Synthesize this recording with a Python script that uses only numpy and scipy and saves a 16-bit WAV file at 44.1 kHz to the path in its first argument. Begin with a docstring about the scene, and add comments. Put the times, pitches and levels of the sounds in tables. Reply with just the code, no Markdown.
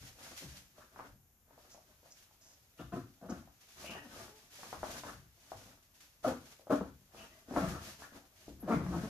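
"""A carpeted living room: someone fastens a heavy mountaineering boot a step or two from the microphone.
Trouser legs and gaiter rustle and swish, with now and then a faint breath; fingers rub and tap the hollow
shell. Foot and body shift against the floor and a leather sofa; boot and sofa leather creak under strain. A zip
ticks in short runs. Hard tugs stick and slip, so the stiff boot judders, thuds and rasps. Under it all lie a
low house rumble and a thin hiss."""
import sys
import numpy as np
from scipy import signal
from scipy.fft import rfft, irfft
from scipy.io import wavfile
from scipy.ndimage import uniform_filter1d

SR = 44100
rng = np.random.default_rng(int(sys.argv[2]) if len(sys.argv) > 2 else 0)


def pcm_store(signal):
    """Save signal as 16-bit PCM."""
    levels = np.round(np.clip(np.atleast_2d(signal), -1, 1) * 32767)
    wavfile.write(sys.argv[1], SR, levels.astype(np.int16).T)


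N = 400869


def amp(db):
    return np.exp(np.asarray(db) * (np.log(10) / 20))


def unit_rms(x):
    return x / np.sqrt(np.mean(x ** 2) + 1e-30)


def curve_at(points, hz):
    """Interpolate (f/Hz, value) points over log frequency."""
    points_hz, values = np.transpose(points)
    return np.interp(np.log(hz + 1), np.log(points_hz + 1), values)


def add(mix, t_s, sound):
    part = mix[:, max(round(t_s * SR), 0):][:, :sound.shape[1]]
    part += sound[:, :part.shape[1]]


def at_level(sound, db, length_s):
    """Scale to the energy of db held for length_s."""
    return sound * amp(db) * np.sqrt(length_s * SR / np.sum(sound.mean(0) ** 2))


def colour(x, spectrum, size=4096):
    """Minimum-phase filter: rings after a click, never before."""
    log_gain = np.log(amp(curve_at(spectrum, abs(np.fft.fftfreq(size, 1 / SR)))))
    impulse = np.fft.ifft(np.exp(np.conj(signal.hilbert(log_gain)))).real
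    return signal.oaconvolve(np.float32(x), np.float32(impulse[:size // 2]))[:len(x)]


def ring(x, hz, width_hz, bypass=0):
    """One resonance plus a bypassed share of the drive."""
    b, a = signal.iirpeak(hz, max(hz / width_hz, .5), fs=SR)
    return signal.lfilter(b, a, x) + bypass * x


# Stereo width: f/Hz, side over mid/dB
WIDTH_DB = [(60, -15), (200, -17), (400, -12), (700, -6), (1300, -1.5), (2300, 1), (14000, 1)]

def spread(mid, side):
    """Stereo from two unrelated signals: bass near mono, treble wide."""
    side_gain = amp(curve_at(WIDTH_DB, np.fft.rfftfreq(len(side), 1 / SR)))
    side = irfft(rfft(side) * side_gain, len(side))
    return np.array([mid + side, mid - side])


# Room decay: f/Hz, T60/s
ROOM_T60_S = [(60, 0.1), (150, 0.39), (280, 0.44), (600, 0.18), (1400, 0.36), (5000, 0.5), (14000, 0.04)]

def room(x, wet_db, size=10240, build_s=0.00097):
    """Direct sound plus a diffuse tail, new on each call: the paths change as the body moves."""
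    hz, t_s, noise = signal.stft(rng.standard_normal((2, size)), SR, nperseg=256)
    decay = amp(-60 * t_s / curve_at(ROOM_T60_S, hz)[:, None])
    tails = signal.istft(noise * decay, SR, nperseg=256)[1]
    tails *= 1 - np.exp(-np.arange(size) / SR / build_s)
    paths = amp(wet_db) * spread(*tails) / np.linalg.norm(tails[0])
    paths[:, 0] += 1
    return signal.oaconvolve(np.float32(x[None]), np.float32(paths), axes=1)[:, :len(x)]


def grains(per_s, spread_db):
    """Tiny random catches and releases, a few far larger than the rest."""
    strength = amp(spread_db * np.minimum(rng.exponential(1, N), 4)) * rng.choice([-1, 1], N)
    return strength * (rng.random(N) < per_s / SR)


def moves(rows, release_s, rise_share=0.55):
    """Gain from rows (t/s, length/s, level/dB): each move gathers speed, holds, settles."""
    t_s = np.arange(0, N, 64) / SR
    start_s, length_s, db = np.transpose(rows)[:, :, None]
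    rise = np.clip((t_s - start_s) / (rise_share * length_s), 0, 1)
    settle = np.exp(-np.maximum(t_s - start_s - length_s, 0) / release_s)
    return np.interp(np.arange(N) / SR, t_s, np.linalg.norm(amp(db) * rise * settle, axis=0))


def fidgeting(still_at_s=1.34, resumed_after_s=0.26):
    """Gain of the slight motion between moves; zero while the body holds still."""
    return np.clip(2 * abs(np.arange(N) / SR - still_at_s) / resumed_after_s - 1, 0, 1)


def friction(motion, spectrum, per_s, spread_db, flutter_db, wet_db):
    """Grains under fluttering pressure; four sets of echoes crossfade as the limbs move."""
    pressure = unit_rms(uniform_filter1d(uniform_filter1d(rng.standard_normal(N), 700), 400))
    rub = colour(grains(per_s, spread_db) * amp(flutter_db * pressure), spectrum)
    turns = np.arange(N) / SR * 2
    fades = (np.maximum(np.cos(2 * np.pi * (turns + k / 4)), 0) for k in range(4))
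    sound = sum(room(rub * fade, wet_db) for fade in fades)
    power = uniform_filter1d(uniform_filter1d(sound.mean(0) ** 2, 3000), 2000)
    return motion * sound / np.sqrt(abs(power) + 1e-30)  # motion alone sets the slow level


def slips(length_s, per_s, jitter, uneven_db, build_s, release_s=0.006, size=12288):
    """Stick-slip: a half-regular train of jerks that builds, holds and lets go."""
    gaps, strengths = rng.standard_normal((2, size // 40))
    t_s = np.cumsum(np.exp(jitter * gaps)) / per_s
    t_s -= t_s[0]
    force = amp(uneven_db * strengths) * (1 - np.exp(-(t_s + 1 / per_s) / build_s))
    force *= np.exp(-np.maximum(t_s - length_s, 0) / release_s)
    inside = (t_s * SR < size) & (t_s < length_s + 20 * release_s)
    return np.bincount((t_s[inside] * SR).astype(int), force[inside], size)


# Hand strokes, dragging cloth and rubbing the boot: t/s, length/s, cloth/dB, rub/dB
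HAND_STROKES = [(-0.03, 0.11, -59, -65), (0.139, 0.18, -57.5, -58), (0.302, 0.14, -54.5, -65.5),
                (0.452, 0.13, -60, -68.5), (0.741, 0.079, -69, -65), (0.9, 0.17, -71.5, -59.5),
                (1.444, 0.14, -82, -68.5), (1.544, 0.2, -70.5, -69.5), (1.85, 0.065, -76, -70),
                (2.02, 0.074, -71.5, -70.5), (2.132, 0.083, -66.5, -80), (2.377, 0.16, -74, -74),
                (2.77, 0.019, -67.5, -71), (3.282, 0.097, -69, -59.5), (3.534, 0.29, -65.5, -76.5),
                (3.755, 0.11, -55, -55.5), (3.86, 0.12, -63.5, -51.5), (3.99, 0.11, -68, -68),
                (4.066, 0.18, -57.5, -53), (4.25, 0.22, -67.5, -72.5), (4.5, 0.11, -57, -62),
                (4.568, 0.19, -58, -58), (4.784, 0.2, -53, -51), (5.013, 0.088, -57.5, -51.5),
                (5.329, 0.34, -64, -70), (5.533, 0.2, -71.5, -64.5), (5.93, 0.13, -66.5, -78),
                (6.226, 0.053, -53, -48.5), (6.406, 0.12, -63, -66), (7.104, 0.14, -62.5, -57),
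                (7.273, 0.13, -70, -67), (7.459, 0.27, -55.5, -47), (7.788, 0.11, -54, -55.5),
                (7.978, 0.048, -59, -58.5), (8.112, 0.06, -65, -56), (8.298, 0.2, -66.5, -70.5),
                (8.576, 0.3, -69.5, -52.5), (8.803, 0.28, -59.5, -50)]
# Rustle spectrum: f/Hz, level/dB
CLOTH_DB = [(500, -7), (1500, 1.5), (2500, 2.5), (4000, 2), (6600, 3), (8200, -6), (11000, -3),
            (14500, -7.5)]

def cloth(catches_per_s=22, catch_db=4.5, relax_s=0.055, rest_db=-76):
    """Fibres flick with each stroke and tug; folds catch, flare and relax."""
    slides = [(t_s, length_s, db) for t_s, length_s, db, _ in HAND_STROKES]
    flicks = [(t_s, length_s, -64 + 0.88 * (rasp_db + 46.5)) for t_s, length_s, *_, rasp_db in BOOT_TUGS]
    motion = np.hypot(moves(slides + flicks, release_s=0.064), amp(rest_db) * fidgeting())
    catches = (rng.random(N) < catches_per_s / SR) * rng.random(N)
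    strain = signal.lfilter([1], [1, -np.exp(-1 / (relax_s * SR))], catches)
    flare = amp(catch_db * (strain - uniform_filter1d(strain, 5000)))
    mid, side = (unit_rms(colour(grains(per_s=16000, spread_db=1.5) * flare, CLOTH_DB)) for _ in range(2))
    return motion * spread(mid, side)


# Rub spectrum: f/Hz, level/dB
RUB_DB = [(80, -22), (200, 0), (400, -0.5), (650, 2.5), (950, -3.5), (1650, -7.5), (2200, -20.5),
          (7000, -33)]

def hand_rub(rest_db=-80.5):
    """Fingers drag over the boot with each stroke, faintly in between."""
    rubs = [(t_s, length_s, db) for t_s, length_s, _, db in HAND_STROKES]
    motion = np.hypot(moves(rubs, release_s=0.048), amp(rest_db) * fidgeting())
    return friction(motion, RUB_DB, per_s=600, spread_db=4.0, flutter_db=5.0, wet_db=8.0)


# Shifts of foot or body: t/s, length/s, level/dB
WEIGHT_SHIFTS = [(-0.01, 0.052, -56.5), (.425, 0.085, -54), (1.09, 0.016, -58), (2.79, .08, -54),
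                 (2.93, 0.034, -56), (3.22, 0.15, -55.5), (4.73, 0.063, -55), (5.09, 0.13, -59),
                 (5.51, 0.08, -59), (6.235, 0.11, -59.5), (6.7, 0.19, -56), (7.5, 0.24, -46.5),
                 (8.44, 0.15, -56.5), (8.64, 0.35, -45)]
# Shift spectrum: f/Hz, level/dB
WEIGHT_DB = [(15, -17), (35, -12.5), (58, -0.5), (135, -2), (200, -12.5), (400, -25), (1200, -67)]

def weight_shifts(lean_db=-9):
    """Low friction on floor and sofa as the body shifts or leans into a stroke."""
    leans = [(t_s, length_s, rub_db + lean_db) for t_s, length_s, _, rub_db in HAND_STROKES]
    motion = moves(WEIGHT_SHIFTS + leans, release_s=0.085)
    return friction(motion, WEIGHT_DB, per_s=460, spread_db=2.0, flutter_db=2.5, wet_db=2.5)


# Background spectrum: f/Hz, level/dB
ROOM_TONE_DB = [(15, -37), (28, 2), (85, 4.5), (350, -12), (700, -13), (2000, -20.5), (4500, -24.5),
                (7000, -17), (8300, -27.5), (12400, -14), (14500, -16)]

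def room_tone(db=-70.5):
    """Low house rumble and thin hiss."""
    mid, side = (unit_rms(colour(noise, ROOM_TONE_DB)) for noise in rng.standard_normal((2, N)))
    return amp(db) * spread(mid, side)


# Taps of fingers and fittings: t/s, level/dB, f/Hz, bandwidth/Hz
SHELL_TAPS = [(.423, -48.5, 270, 150), (0.782, -52, 587, 150), (0.9609, -50, 1170, 620),
              (0.9914, -45.5, 1120, 600), (0.9973, -42.5, 890, 600), (1.508, -58.5, 630, 250),
              (1.5784, -53.5, 590, 200), (1.746, -53, 626, 140), (1.777, -55.5, 700, 220),
              (2.0307, -60.5, 530, 200), (2.059, -57, 650, 160), (2.311, -64.5, 850, 300),
              (3.475, -57, 730, 200), (3.8435, -44.5, 600, 130), (3.953, -44, 740, 250),
              (4.633, -45.5, 1090, 600), (4.7287, -37, 810, 503), (4.8314, -31.5, 696, 420),
              (5.0357, -42.5, 920, 700), (5.5184, -38.5, 670, 224), (6.595, -55, 540, 121),
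              (6.67, -44, 570, 110), (6.81, -37, 615, 450), (7.1468, -48.5, 430, 504),
              (7.485, -45, 260, 70), (7.51, -42.5, 594, 200), (7.539, -42, 650, 300),
              (7.5634, -30.5, 910, 600), (8.0215, -48, 900, 714), (8.1223, -50.5, 272, 60.4),
              (8.481, -41, 298, 152), (8.628, -43, 290, 160), (8.865, -44.5, 960, 600)]
# Blow spectrum: f/Hz, level/dB
BLOW_DB = [(60, 1), (250, 0), (600, 3), (1400, -3.5), (2100, -9.5), (5000, -25.5), (14000, -36.5)]

def taps(cutoff_ratio=2.56):
    """Soft blows on the shell: a dull click where damped, a hollow ring where free."""
    out = np.zeros((2, N))
    blow = colour(signal.unit_impulse(6144), BLOW_DB)
    for t_s, db, hz, width_hz in SHELL_TAPS:
        knock = ring(blow, hz, width_hz, bypass=.5 * width_hz / hz)
        soft_contact = signal.butter(4, min(cutoff_ratio * hz, SR / 4), fs=SR)
        tap = room(signal.lfilter(*soft_contact, knock), wet_db=-1.0)
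        add(out, t_s, at_level(tap, db, length_s=0.0055))
    return out


# Boot and sofa creaks: t/s, length/s, level/dB, start f/Hz, end f/Hz, overtone slope/(dB/octave)
LEATHER_CREAKS = [(.423, 0.057, -54, 207, 105, -8.5), (2.982, 0.076, -52, 134.8, 104.5, -11),
                  (3.891, 0.019, -49.5, 189, 163, -4.5), (4.036, 0.046, -55, 336, 155, -8.5),
                  (4.271, 0.13, -63, 396, 452, -13), (6.244, 0.014, -30, 700, 620, -12.5),
                  (6.257, 0.041, -40, 272.7, 247, -7), (6.271, 0.019, -30, 530, 492, -20),
                  (6.7012, 0.021, -27, 681, 614, -15.5), (6.72, 0.027, -28.5, 292, 259.6, -10),
                  (7.567, 0.018, -33.5, 330, 235, -10), (7.612, 0.04, -41, 207, 175, -16),
                  (7.65, 0.072, -43, 185.5, 149, -24), (8.626, 0.051, -44.5, 248.5, 153, -11),
                  (8.698, 0.054, -30.5, 236, 225, -6.5), (8.757, 0.025, -31, 159, 163, -11.5),
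                  (8.795, 0.031, -36, 184, 125.5, -8), (8.858, 0.048, -36, 179, 169, -20),
                  (8.92, 0.044, -45, 182.3, 187.3, -1.5), (8.935, 0.075, -40.5, 159.6, 181, -10.5),
                  (9.03, 0.035, -38.5, 212.4, 218, -11)]
# Leather response: f/Hz, gain/dB
LEATHER_DB = [(1350, 5), (2200, -22), (6000, -25.5)]

def creaks(waver_share=0.029):
    """Under steady pull the slips fall into step: a groan or squeak whose pitch follows the strain."""
    out = np.zeros((2, N))
    order = np.arange(1, 11)[:, None]
    for t_s, length_s, db, start_hz, end_hz, slope_db in LEATHER_CREAKS:
        count = int(length_s * SR)
        waver = unit_rms(uniform_filter1d(rng.standard_normal(SR // 4), 160))[:count]
        slip_hz = np.linspace(start_hz, end_hz, count) * (1 + waver_share * waver)
        turns = np.cumsum(slip_hz) / SR
        partials = np.cos(2 * np.pi * (order * turns + rng.random(order.shape)))
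        judder = np.sum(amp(slope_db * np.log2(order)) * partials, axis=0)
        judder *= signal.windows.tukey(count, .45)
        creak = colour(np.pad(judder, (0, SR // 4)), LEATHER_DB)
        add(out, t_s, at_level(room(creak, wet_db=-7.0), db, length_s))
    return out


# Airy swishes and faint breath: t/s, length/s, level/dB, start f/Hz, end f/Hz, half bandwidth/Hz
AIRY_SWISHES = [(0.795, 0.047, -63, 1200, 1400, 350), (2.772, 0.044, -64.5, 1930, 3960, 295),
                (3.827, 0.14, -54, 2500, 2870, 330), (3.915, 0.098, -59, 1870, 1850, 80),
                (5.068, 0.046, -52.5, 1140, 1550, 380), (7.152, .11, -63, 2680, 2810, 340),
                (7.26, 0.15, -75, 1920, 2000, 90), (8.017, 0.042, -55, 1390, 1520, 300),
                (8.591, 0.044, -60.5, 11600, 11900, 600), (8.691, 0.082, -54, 2200, 2200, 270)]

def swishes():
    """Airy hiss whose pitch glides: narrow in a squeak or a faint breath, wide in a scuff."""
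    out = np.zeros((2, N))
    for t_s, length_s, db, start_hz, end_hz, blur_hz in AIRY_SWISHES:
        count = int(length_s * SR)
        carrier = np.exp(2j * np.pi * np.cumsum(np.linspace(start_hz, end_hz, count)) / SR)
        blur = signal.butter(3, blur_hz, fs=SR)
        baseband = signal.lfilter(*blur, rng.standard_normal(count) / carrier)
        hiss = (carrier * baseband).real * signal.windows.tukey(count, .7)
        swish = room(np.pad(hiss, (0, SR // 4)), wet_db=-4.0)
        add(out, t_s, at_level(swish, db, length_s))
    return out


# Zip runs: t/s, length/s, level/dB
ZIP_RUNS = [(1.70, 0.042, -61.5), (2.107, 0.023, -58.5), (2.411, 0.13, -66.5), (3.294, 0.018, -54.5)]
# Tooth spectrum: f/Hz, level/dB
TEETH_DB = [(1000, -34), (3600, -22), (5000, 1), (6700, 4), (8000, -10), (14000, -38)]

def zip_runs():
    """The slider ticks over fine teeth."""
    out = np.zeros((2, N))
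    for t_s, length_s, db in ZIP_RUNS:
        ticks = slips(length_s, per_s=500, jitter=0.36, uneven_db=4, build_s=0.0038)
        run = room(colour(ticks, TEETH_DB), wet_db=-10.0)
        add(out, t_s, at_level(run, db, length_s))
    return out


# Tugs: t/s, length/s, thud/dB, thud f/Hz, shell/dB, rasp/dB
BOOT_TUGS = [(2.79, 0.023, -46, 179, -51.5, -53), (2.92, 0.02, -39, 200, -43, -49),
             (2.952, 0.023, -38.5, 266, -48, -51), (3.212, 0.048, -51.5, 187, -52.5, -63.5),
             (3.286, 0.037, -39, 234, -48.5, -52.5), (6.24, 0.022, -43, 259, -38.5, -43),
             (6.261, 0.027, -37.5, 244, -36.5, -45), (6.3, 0.02, -40.5, 244, -42, -52),
             (6.697, 0.017, -34, 283, -27.5, -41), (6.714, 0.018, -31.5, 265, -32, -38.5),
             (6.805, 0.0079, -33.5, 182, -40, -67), (7.505, 0.052, -43.5, 265, -53, -75),
             (7.557, 0.029, -34, 287, -34.5, -39.5), (7.601, 0.053, -42.5, 175, -41, -46.5),
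             (7.735, 0.032, -48, 134, -52, -48.5), (8.674, 0.04, -37.5, 186, -37, -44.5),
             (8.699, 0.046, -35, 229, -46, -42.5), (8.899, 0.07, -42, 282, -51, -62)]
# Responses of hollow boot, stiff shell and rough surface: f/Hz, gain/dB
THUD_DB = [(25, -30.5), (60, -7.5), (110, -4.5), (170, 3), (290, -1), (390, 0), (700, -33.5), (2000, -88)]
SHELL_DB = [(200, -26), (400, -19.5), (500, 2), (700, 5.5), (900, -13), (1400, -31), (3000, -98)]
RASP_DB = [(550, -43.5), (950, 1), (1350, 1), (1680, -7), (2000, -17), (3000, -21.5), (6000, -31.5)]
# Shell modes: f/Hz, bandwidth/Hz, gain/dB
SHELL_RESONANCES = [(472.6, 18, 10.5), (538, 43, -0.5), (614, 16, -1.5), (651, 27, -2), (707, 40, -4),
                    (772, 29, -4.5), (845, 23, 4.5), (960, 27, -5.5)]

def tugs():
    """One train of slips per tug shakes the hollow boot, its shell and its surface."""
    out = np.zeros((2, N))
    for t_s, length_s, thud_db, thud_hz, shell_db, rasp_db in BOOT_TUGS:
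        jerks = slips(length_s, per_s=600, jitter=.6, uneven_db=1.5, build_s=0.0047)
        jerks -= signal.lfilter([.01], [1, -.99], jerks)  # steady pull is silent
        thud = room(ring(colour(jerks, THUD_DB), thud_hz, width_hz=35, bypass=0.42), wet_db=-7.5)
        drive = colour(jerks, SHELL_DB)
        modes = sum(amp(db) * ring(drive, hz, width_hz) for hz, width_hz, db in SHELL_RESONANCES)
        shell = room(modes + 0.57 * drive, wet_db=-5.5)
        rasp = room(colour(jerks, RASP_DB), wet_db=-2.0)
        for sound, db in (thud, thud_db), (shell, shell_db), (rasp, rasp_db):
            add(out, t_s, at_level(sound, db, length_s))
    return out


# Room modes: f/Hz, bandwidth/Hz, gain/dB
ROOM_MODES = [(152.3, 4.4, -9), (286.4, 18, 3), (310.4, 13, -7.5), (359, 14.6, 2), (420, 82, -5.5),
              (505, 12.6, -5.5), (573, 16, -5.5)]

def standing_waves(x):
    """Low notes swell or cancel at the microphone."""
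    for hz, width_hz, db in ROOM_MODES:
        x = x + (amp(db) - 1) * ring(x, hz, width_hz)
    return x


def scene():
    """Boot, cloth and zip over the room tone."""
    boot = standing_waves(hand_rub() + weight_shifts() + taps() + creaks() + tugs())
    return cloth() + boot + room_tone() + swishes() + zip_runs()


def record(dry, left_lag_s=5e-5, cutoff_hz=14560):
    """Two microphone ports, the left slightly late, each favouring its own bands; then a low-pass."""
    hz = np.fft.rfftfreq(N, 1 / SR)
    # f/Hz, left over right/dB
    balance_db = curve_at([(250, 2.7), (1200, 3.0), (2600, 3.0), (4400, -1.5), (6000, -5.0),
                           (8000, 7.0), (11000, 4.0), (14000, 0.5)], hz)
    lag = np.exp(-2j * np.pi * hz * left_lag_s)
    ports = irfft(rfft(dry) * np.array([amp(balance_db / 2) * lag, amp(-balance_db / 2)]), N)
    lowpass = signal.firwin(801, cutoff_hz, window=("kaiser", 9), fs=SR)
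    return signal.oaconvolve(ports, lowpass[None], "same")


dry = scene()
out = record(dry)
pcm_store(out)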